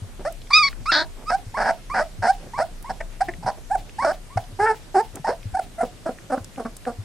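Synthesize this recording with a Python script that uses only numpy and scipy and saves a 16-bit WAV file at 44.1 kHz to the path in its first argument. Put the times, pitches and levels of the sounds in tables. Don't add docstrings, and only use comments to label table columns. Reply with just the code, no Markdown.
import sys
import numpy as np
from scipy import signal
from scipy.io import wavfile
from scipy.ndimage import uniform_filter1d

SR = 44100
rng = np.random.default_rng(int(sys.argv[2]) if len(sys.argv) > 2 else 0)


def dump_mix(stems):
    frames = np.atleast_2d(stems).T
    limited = np.clip(frames, -1, 1)
    pcm = np.round(limited * 32767).astype(np.int16)
    wavfile.write(sys.argv[1], SR, pcm)


def voltage_ratio(decibels):
    exponent = np.asarray(decibels, float) / 20
    return 10 ** exponent


N = 310464

# (frequency [Hz], density [dB per Hz])
HISS_SPECTRUM = [(35, -30), (60, 1.5), (354, -12), (732, -17), (1060, -21.5), (1440, -21), (9130, -28),
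                 (13900, -38.5), (16000, -81)]
# (frequency [Hz], share [0-1])
HISS_LIKENESS = [(60, 0.73), (600, 0.56), (4000, 0.096), (12000, 0.75)]
# (time [s], level [dB])
RUMBLE_LEVEL = [(0, -39.5), (1.2, -38.5), (3.6, -39.5), (4.2, -43.5), (5.8, -42.5), (6.2, -49), (7.04, -45)]
# (time [s], peak [dB], frequency [Hz])
FLOOR_THUMPS = [(0.02, -28, 98.4), (0.804, -40, 110), (1.465, -32.5, 102), (2.19, -29, 100),
                (3.383, -36, 165), (3.447, -30, 129), (4.359, -21.5, 106), (4.525, -34.5, 99),
                (4.612, -35, 104), (5.133, -37, 95), (5.197, -33, 145), (5.455, -25.5, 101),
                (5.528, -31.5, 69.6), (6.404, -34, 94.2), (6.986, -26.5, 103)]
# (time [s], peak [dB], frequency [Hz])
CLAW_TICKS = [(0.324, -36.5, 9900), (0.417, -43.5, 3450), (0.4713, -45, 2620), (0.7281, -36, 1490),
              (2.826, -40, 9850), (3.337, -37, 1900), (3.8947, -41.5, 2520), (4.439, -44, 3270),
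              (5.156, -31, 7500), (5.43, -42, 2180), (6.1858, -40.5, 1700), (6.4447, -33.5, 6250),
              (6.56, -41.5, 2330), (6.767, -33.5, 8100), (6.8527, -36.5, 1540)]
# (time [s], level [dB], length [s])
CARPET_SCUFFS = [(0.191, -36, 0.035), (1.162, -44, 0.088), (2.382, -45, 0.11), (3.573, -38.5, 0.015),
                 (5.138, -38.5, 0.055)]

# (frequency [Hz], width [Hz], level [dB])
NOSE_MODES = [(731.4, 324, 18.5), (964, 107, 12)]
MOUTH_MODES = [(1540, 520, 0)]
UPPER_MODES = [(4350, 1400, 8.5), (5100, 1440, 14)]
AIR_MODES = [(8620, 3300, -5), (14700, 1200, -18)]

# (start [s], length [s], effort [dB], first pitch [Hz], last pitch [Hz])
WHINES = [(0.25, 0.04, -23, 534, 708), (1.315, 0.043, -18.5, 672, 802), (1.693, 0.025, -21, 632, 718),
          (2, 0.034, -21.5, 570, 662), (2.267, 0.047, -14.5, 665, 805), (2.598, 0.037, -19, 569, 746),
          (3.207, 0.02, -16.5, 691, 808), (4.372, 0.012, -17.5, 736, 723), (5.777, 0.031, -25.5, 661, 682),
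          (5.799, .03, -17, 722, 682)]
# (start [s], length [s], effort [dB], first pitch [Hz], last pitch [Hz])
SQUEAKS = [(1.541, 0.035, -29, 809, 1146), (1.897, 0.051, -28.5, 955, 1213), (2.533, 0.054, -33, 823, 1162),
           (2.841, 0.051, -38.5, 820, 1104), (3.985, .062, -24.5, 772, 1146), (4.297, .066, -47, 914, 1175),
           (5.243, 0.025, -23.5, 677, 942)]
# (start [s], length [s], effort [dB], pitch [Hz], chest tone re effort [dB])
GRUNTS = [(5.824, 0.021, -20, 245, -14), (6.055, 0.038, -25, 317, -13.5), (6.085, 0.017, -24, 248.6, -9.5),
          (6.297, .02, -24.5, 290.7, -10.5), (6.314, .044, -21, 262.8, -13.5),
          (6.573, .018, -28, 272.4, -7), (6.591, 0.026, -25.5, 230, -14), (6.863, 0.048, -26, 242.4, -13)]
# (start [s], length [s], effort [dB], pitch [Hz], chest tone re effort [dB])
OPEN_BURSTS = [(3.003, .018, -28, 334.4, -37), (3.281, .026, -29.5, 346.5, -5.5),
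               (6.372, .02, -34, 261.6, 2), (6.648, 0.033, -34, 231, -0.5)]
# (start [s], length [s], effort [dB], mouth resonance re effort [dB])
RASPS = [(1.297, .019, -23, -3.5), (1.569, 0.031, -25, -1), (1.599, 0.035, -20.5, -3.5),
         (1.644, 0.06, -21.5, -2.5), (1.94, 0.069, -22, -1), (2.222, .05, -21, -4.5),
         (2.577, .024, -22.5, -7), (2.894, 0.016, -23.5, -9), (3.426, .016, -34, -13),
         (3.46, 0.037, -21.5, -11), (4.019, 0.025, -25, -6), (5.267, 0.035, -22, -8)]

# (time [s], effort [dB], pitch [Hz], jaw opening [dB])
YELP = [(0.505, -18, 1023, -20), (0.529, -28.5, 1233, -5.5), (0.535, -23, 1175, 10.5),
        (0.577, -13.5, 1288, -3), (0.591, -18.5, 1207, 0.5), (0.615, -16.5, 1247, -12.5),
        (0.637, -25, 1108, 7), (0.665, -26, 1137, 2.5), (0.679, -36.5, 1075, 10.5)]
SHRIEK = [(0.857, -21, 1050, -21), (0.865, -30, 1167, -8.5), (0.903, -13, 1408, -27.5),
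          (0.913, -29.5, 1320, -3)]
SCREECH = [(0.919, -27, 326.6, 12), (0.93, -32, 298, 11), (0.945, -32, 322, 13), (0.97, -26.5, 294.2, 5.5),
           (1.005, -29, 320, 3.5), (1.024, -25.5, 331, -4), (1.04, -44, 362, -1)]
CHIRP = [(1.258, -50, 1087, -10), (1.269, -39, 1200, -12), (1.285, -25.5, 1257, -18),
         (1.299, -22, 1282, -13.5)]
# (time [s], effort [dB], pitch [Hz], mouth resonance re effort [dB])
HOWL = [(4.59, -33, 371, -20), (4.601, -21, 407.3, -5.5), (4.652, -16, 436, -10), (4.67, -26, 460.7, 8.5),
        (4.7, -19, 442, -6.5), (4.714, -18, 436, -8), (4.739, -37, 435, -6)]
# (time [s], effort [dB], pitch [Hz])
ARCH = [(3.7, -36, 662), (3.716, -19, 776), (3.741, -25.5, 901), (3.757, -14.5, 720), (3.766, -65, 710)]
GROAN = [(4.047, -13.5, 346.4), (4.065, -21.5, 323.5), (4.081, -19.5, 293.6), (4.101, -21, 309),
         (4.112, -23, 365)]
MOAN = [(4.944, -27, 363), (4.956, -17.5, 402), (4.97, -17, 346.7), (4.994, -17.5, 408.6),
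        (5.011, -19.5, 465), (5.024, -44, 462)]
CLIMB = [(5.29, -24.5, 403), (5.304, -26.5, 481), (5.32, -32, 596), (5.33, -35, 672)]
STUTTER = [(5.535, -47, 793), (5.553, -16, 728), (5.566, -34, 771), (5.573, -19, 822), (5.582, -37, 909),
           (5.598, -14.5, 680), (5.607, -69, 650)]

SQUEAK_SHAPE = dict(attack_s=0.0038, release_s=0.005, first_db=-9, last_db=-7, swell_db=-3.5, bend=2.5)
WHINE_SHAPE = dict(attack_s=0.0096, release_s=0.0058, first_db=-1.5, last_db=-13.5, swell_db=0.5, bend=1.1)
TIRED_SHAPE = dict(attack_s=0.012, release_s=0.0061, first_db=-21, last_db=-14, swell_db=-2, bend=1)
GRUNT_SHAPE = dict(attack_s=0.01, release_s=0.0094, first_db=-18.5, last_db=-10, swell_db=-6, bend=1.1)
BURST_SHAPE = dict(attack_s=0.0057, release_s=0.014, first_db=-18, last_db=-19, swell_db=-4, bend=1.1)
RASP_SHAPE = dict(attack_s=0.0038, release_s=0.011, first_db=-8.5, last_db=-7.5, swell_db=6.5, bend=1.1)

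# (mouth, upper) resonances re effort [dB]
SQUEAK_OPEN_DB, WHINE_OPEN_DB, TIRED_OPEN_DB = (-13, -25), (-11, -24), (-14, -36)
GRUNT_OPEN_DB, BURST_OPEN_DB = (-9.5, -30), (1.03, -23.5)
ARCH_OPEN_DB, GROAN_OPEN_DB, MOAN_OPEN_DB = (-15.5, -37), (-6.5, -22), (-13, -27)
CLIMB_OPEN_DB, STUTTER_OPEN_DB = (-9, -19), (-14.5, -30.5)

RASP_HZ = 218.7
TIRED_S = 5.5
TIRED_HALF_DB = -26.5


def evened(x, size=None):
    if size is None:
        power = np.mean(x ** 2)
    else:
        power = smooth(x ** 2, size)
    return x / np.sqrt(abs(power) + 1e-20)


def smooth(x, size):
    return uniform_filter1d(uniform_filter1d(x, size), size)


def resonate(x, hz, width_hz):
    turn = np.exp(2j * np.pi * np.cumsum(hz * np.ones(len(x))) / SR)
    r = np.exp(-np.pi * width_hz / SR)
    return 2 * (turn * signal.lfilter([1 - r], [1, -r], x / turn)).real


def add(mix, start_s, sound):
    part = mix[round(start_s * SR):][:len(sound)]
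    part += sound[:len(part)]


def hiss():
    frames, hz = N // 256 + 5, np.fft.rfftfreq(1024, 1 / SR)
    a, b, c, d, patches = rng.standard_normal((frames, 513, 5)).T
    patches = uniform_filter1d(uniform_filter1d(patches, size=30, axis=0), size=10, axis=1)
    patches_db = 1.3 * evened(patches)

    def over_log_hz(table):
        table_hz, value = np.transpose(table)
        return np.interp(np.log(hz + 1), np.log(table_hz), value)[:, None]

    same = np.clip(over_log_hz(HISS_LIKENESS), 0, 1)
    left = a + 1j * b
    right = same * left + np.sqrt(1 - same ** 2) * (c + 1j * d)
    z = np.array([left, right]) * voltage_ratio(over_log_hz(HISS_SPECTRUM) + patches_db) * (hz > 45)[:, None]
    noise = signal.istft(z, nperseg=1024, noverlap=768)[1][:, :N]
    return voltage_ratio(-45.5) * evened(noise)


def rumble():
    shared, *ears = rng.standard_normal((3, N))
    hum = np.array([resonate(resonate(shared + 1.08 * ear, 28.0, 10.4), 31.1, 8.7) for ear in ears])
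    level_db = np.interp(np.arange(N) / SR, *np.transpose(RUMBLE_LEVEL))
    return voltage_ratio(level_db + [[0.8], [-0.8]]) * evened(hum)


def litter():
    out, t = np.zeros(N), np.arange(SR // 8) / SR
    for s, db, hz in FLOOR_THUMPS:
        envelope = voltage_ratio(db + 3.5 - 60 * (t / 0.082) ** 1.8) * np.minimum(t / 0.0024, 1)
        add(out, s, envelope * np.sin(2 * np.pi * hz * t))
    for s, db, hz in CLAW_TICKS:
        burst = voltage_ratio(-60 * t / 0.02) * rng.standard_normal(len(t))
        ring = resonate(resonate(burst, hz, 0.5 * hz), hz, hz)
        add(out, s, voltage_ratio(db + 7) * ring / abs(ring).max())
    for s, db, length_s in CARPET_SCUFFS:
        grit_db = 3 * evened(uniform_filter1d(rng.standard_normal(len(t)), size=200))
        grains = rng.standard_normal(len(t)) * voltage_ratio(grit_db)
        drag = evened(resonate(resonate(grains, 360, 330), 410, 1400))
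        add(out, s, voltage_ratio(db) * drag * np.exp(-((2 * t - length_s) / length_s) ** 4))
    return out


def board(near):
    bounce = resonate(resonate(near, 6400, 3600), 12000, 5300)
    wall = voltage_ratio(-1) * np.roll(bounce, 23)
    return np.array([wall, -wall])


def pen(x):
    size = SR // 4
    t = np.arange(size) / SR
    taps = rng.choice([-1., 1.], (2, size)) * (rng.random((2, size)) < 0.2) * np.minimum(t / 0.00097, 1)
    taps[1] = 1.11 * taps[0] + 0.52 * taps[1]
    boxy = np.array([resonate(resonate(ear, 700, 600), 700, 1100) for ear in taps])
    tail = 2.2 * boxy * voltage_ratio(-60 * t / 0.155) + taps * voltage_ratio(-60 * t / 0.12)
    return signal.fftconvolve(x[None], tail / np.linalg.norm(tail[0]), axes=1)[:, :N]


def note(start_s, length_s, effort_db, first_hz, last_hz, open_db,
         attack_s, release_s, first_db, last_db, swell_db, bend):
    t = np.linspace(0, length_s, num=12)
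    rise, fall = min(attack_s, length_s / 2), min(release_s, length_s / 2)
    ends_db = np.interp(t, [0, rise, length_s - fall, length_s], [first_db, 0, 0, last_db])
    level_db = effort_db + swell_db * (t / length_s - 0.5) + ends_db
    hz = last_hz + (first_hz - last_hz) * np.clip(1 - t / length_s, 0, 1) ** bend
    return np.transpose([start_s + t, level_db, hz, open_db[0] + 0 * t, open_db[1] + 0 * t])


def tract(drive, modes, lift):
    out = 0
    for k, (hz, width_hz, db) in enumerate(modes):
        steep = resonate(drive, hz * lift, width_hz)
        steep = resonate(steep, hz * lift, width_hz)
        steep = resonate(steep, hz * lift, 2 * width_hz)
        out = out + (-1) ** k * voltage_ratio(db) * steep
    return evened(out, size=500)


def cry(rows, rough, wobble, chest_db=-40, lift=1, half_db=-60):
    s, *columns = np.transpose(rows)
    t = np.arange(s[0] - 0.002, s[-1] + 0.07, 1 / SR)
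    effort_db, *pitch, mouth_db, upper_db = (np.interp(t, s, c) for c in columns)
    hz = pitch[0] if pitch else RASP_HZ * np.ones(len(t))
    noise = rng.standard_normal((4, len(t)))

    drift = evened(uniform_filter1d(noise[0], size=300))
    turns = np.cumsum(hz * (1 + wobble * drift)) / SR
    first = np.cos(2 * np.pi * turns)
    overtones = sum(np.cos(2 * np.pi * k * turns) * (k * hz < 15500) / np.sqrt(k) for k in range(2, 44))
    steady = evened(overtones)
    puffs = evened((0.3 + np.exp(-(turns % 1) / 0.39)) * noise[1])
    half = np.cos(np.pi * turns) * evened(smooth(noise[2], 100))

    strain = np.clip((np.median(upper_db) + 16.5) / 16, 0, 1)
    catch = 0.97 * np.exp(-(t - t[0]) / 0.0087)
    let_go = 0.21 * np.exp(np.minimum(t - s[-1], 0) / 0.0068)
    rough = np.clip(rough * (1 + strain / 2) + catch + let_go, 0, 0.9)
    ragged = np.minimum(2 * rough, 0.8)

    high = np.maximum(hz / NOSE_MODES[0][0], 1)
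    shut = np.minimum(hz / 400, 1) ** (0.5 * (1 - strain)) if pitch else 1

    nose = tract((1 - rough) * evened(first + overtones) + rough * puffs, NOSE_MODES, high * shut)
    nose = nose + voltage_ratio(chest_db + 7.0) * first + voltage_ratio(half_db) * half
    mouth = tract((1 - ragged) * steady + ragged * puffs, MOUTH_MODES, high ** 0.68 * shut * lift)
    voiced = np.clip(0.34 + strain + 1.4 * (high - 1), 0, 1) * (1 - ragged) ** 2
    upper = tract(voiced * steady + (1 - voiced) * 0.5 * puffs, UPPER_MODES, 1 - 0.15 * strain / high)
    air = tract(puffs + 2.0 * voiced * steady, AIR_MODES, 0.98)

    flutter_db = 5.0 * np.minimum(rough, 0.35) * evened(smooth(noise[3], 200))
    edge = np.clip(np.minimum((t - t[0]) / 0.0041, (s[-1] + 0.011 - t) / 0.0027), 0, 1)
    parts = voltage_ratio(flutter_db) * nose + voltage_ratio(mouth_db) * mouth + voltage_ratio(upper_db) * upper + voltage_ratio(-27.5) * air
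    gasp = np.exp(-((t - s[-1] - 0.025) / 0.023) ** 2) * evened(resonate(noise[2], 2600, 2800))
    return t[0], voltage_ratio(effort_db) * edge * parts + voltage_ratio(max(effort_db) - 33.0) * gasp


def jaw(rows, mouth_db=2):
    return [(s, db, hz, mouth_db + 0.92 * jaw_db, jaw_db) for s, db, hz, jaw_db in rows]


def held(rows, open_db):
    return [row + open_db for row in rows]


def puppy():
    out = np.zeros(N)
    clear = dict(rough=0.035, wobble=0.006)
    for row in WHINES:
        if row[0] > TIRED_S:
            rows = note(*row, TIRED_OPEN_DB, **TIRED_SHAPE)
            add(out, *cry(rows, 0.12, 0.0073, half_db=TIRED_HALF_DB))
        else:
            add(out, *cry(note(*row, WHINE_OPEN_DB, **WHINE_SHAPE), 0.035, 0.0073))
    add(out, *cry(jaw(YELP), **clear))
    add(out, *cry(jaw(SHRIEK), **clear))
    add(out, *cry(jaw(SCREECH), 0.2, 0.04, chest_db=-11))
    add(out, *cry(jaw(CHIRP, mouth_db=-4), **clear))
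    for *row, mouth_db in RASPS:
        rows = note(*row, RASP_HZ, RASP_HZ, (mouth_db, -19), **RASP_SHAPE)
        no_pitch = np.delete(rows, 2, axis=1)
        add(out, *cry(no_pitch, 0.33, 0.2, chest_db=-22))
    for row in SQUEAKS:
        add(out, *cry(note(*row, SQUEAK_OPEN_DB, **SQUEAK_SHAPE), **clear))
    for *row, hz, chest_db in OPEN_BURSTS:
        lift = 1.287 if row[0] < TIRED_S else 1
        add(out, *cry(note(*row, hz, hz, BURST_OPEN_DB, **BURST_SHAPE), 0.22, 0.04, chest_db, lift))
    add(out, *cry(held(ARCH, ARCH_OPEN_DB), **clear))
    add(out, *cry(held(GROAN, GROAN_OPEN_DB), 0.2, 0.03, chest_db=-26))
    add(out, *cry(held(HOWL, (-28,)), 0.17, 0.012, chest_db=-8.0))
    add(out, *cry(held(MOAN, MOAN_OPEN_DB), 0.18, 0.025, chest_db=-9.5))
    add(out, *cry(held(CLIMB, CLIMB_OPEN_DB), 0.18, 0.025, chest_db=-2))
    add(out, *cry(held(STUTTER, STUTTER_OPEN_DB), 0.12, 0.006, half_db=TIRED_HALF_DB))
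    for *row, hz, chest_db in GRUNTS:
        add(out, *cry(note(*row, hz, hz, GRUNT_OPEN_DB, **GRUNT_SHAPE), 0.16, 0.035, chest_db))
    return out


def scene():
    near = puppy() + litter()
    direct = near * voltage_ratio([[-0.6], [-0.45]]) + board(near)
    return direct + voltage_ratio(-18) * pen(near) + hiss() + rumble()


def lose_treble(x):
    hz, _, z = signal.stft(x, SR, nperseg=1024)
    cry_db = 10 * np.log10((abs(z[:, 10:]) ** 2).sum(axis=(0, 1)) + 1e-12)
    reach_hz = 130 * np.maximum(cry_db + 26.5, 0)
    z = z * (abs(hz[:, None] - 12000) >= reach_hz)
    return signal.istft(z, SR, nperseg=1024)[1][:, :N]


def roll_off(x):
    return signal.sosfilt(signal.butter(12, 16440, fs=SR, output="sos"), x)


def record(dry):
    mix = lose_treble(dry)
    return roll_off(mix)


dry = scene()
out = record(dry)
dump_mix(out)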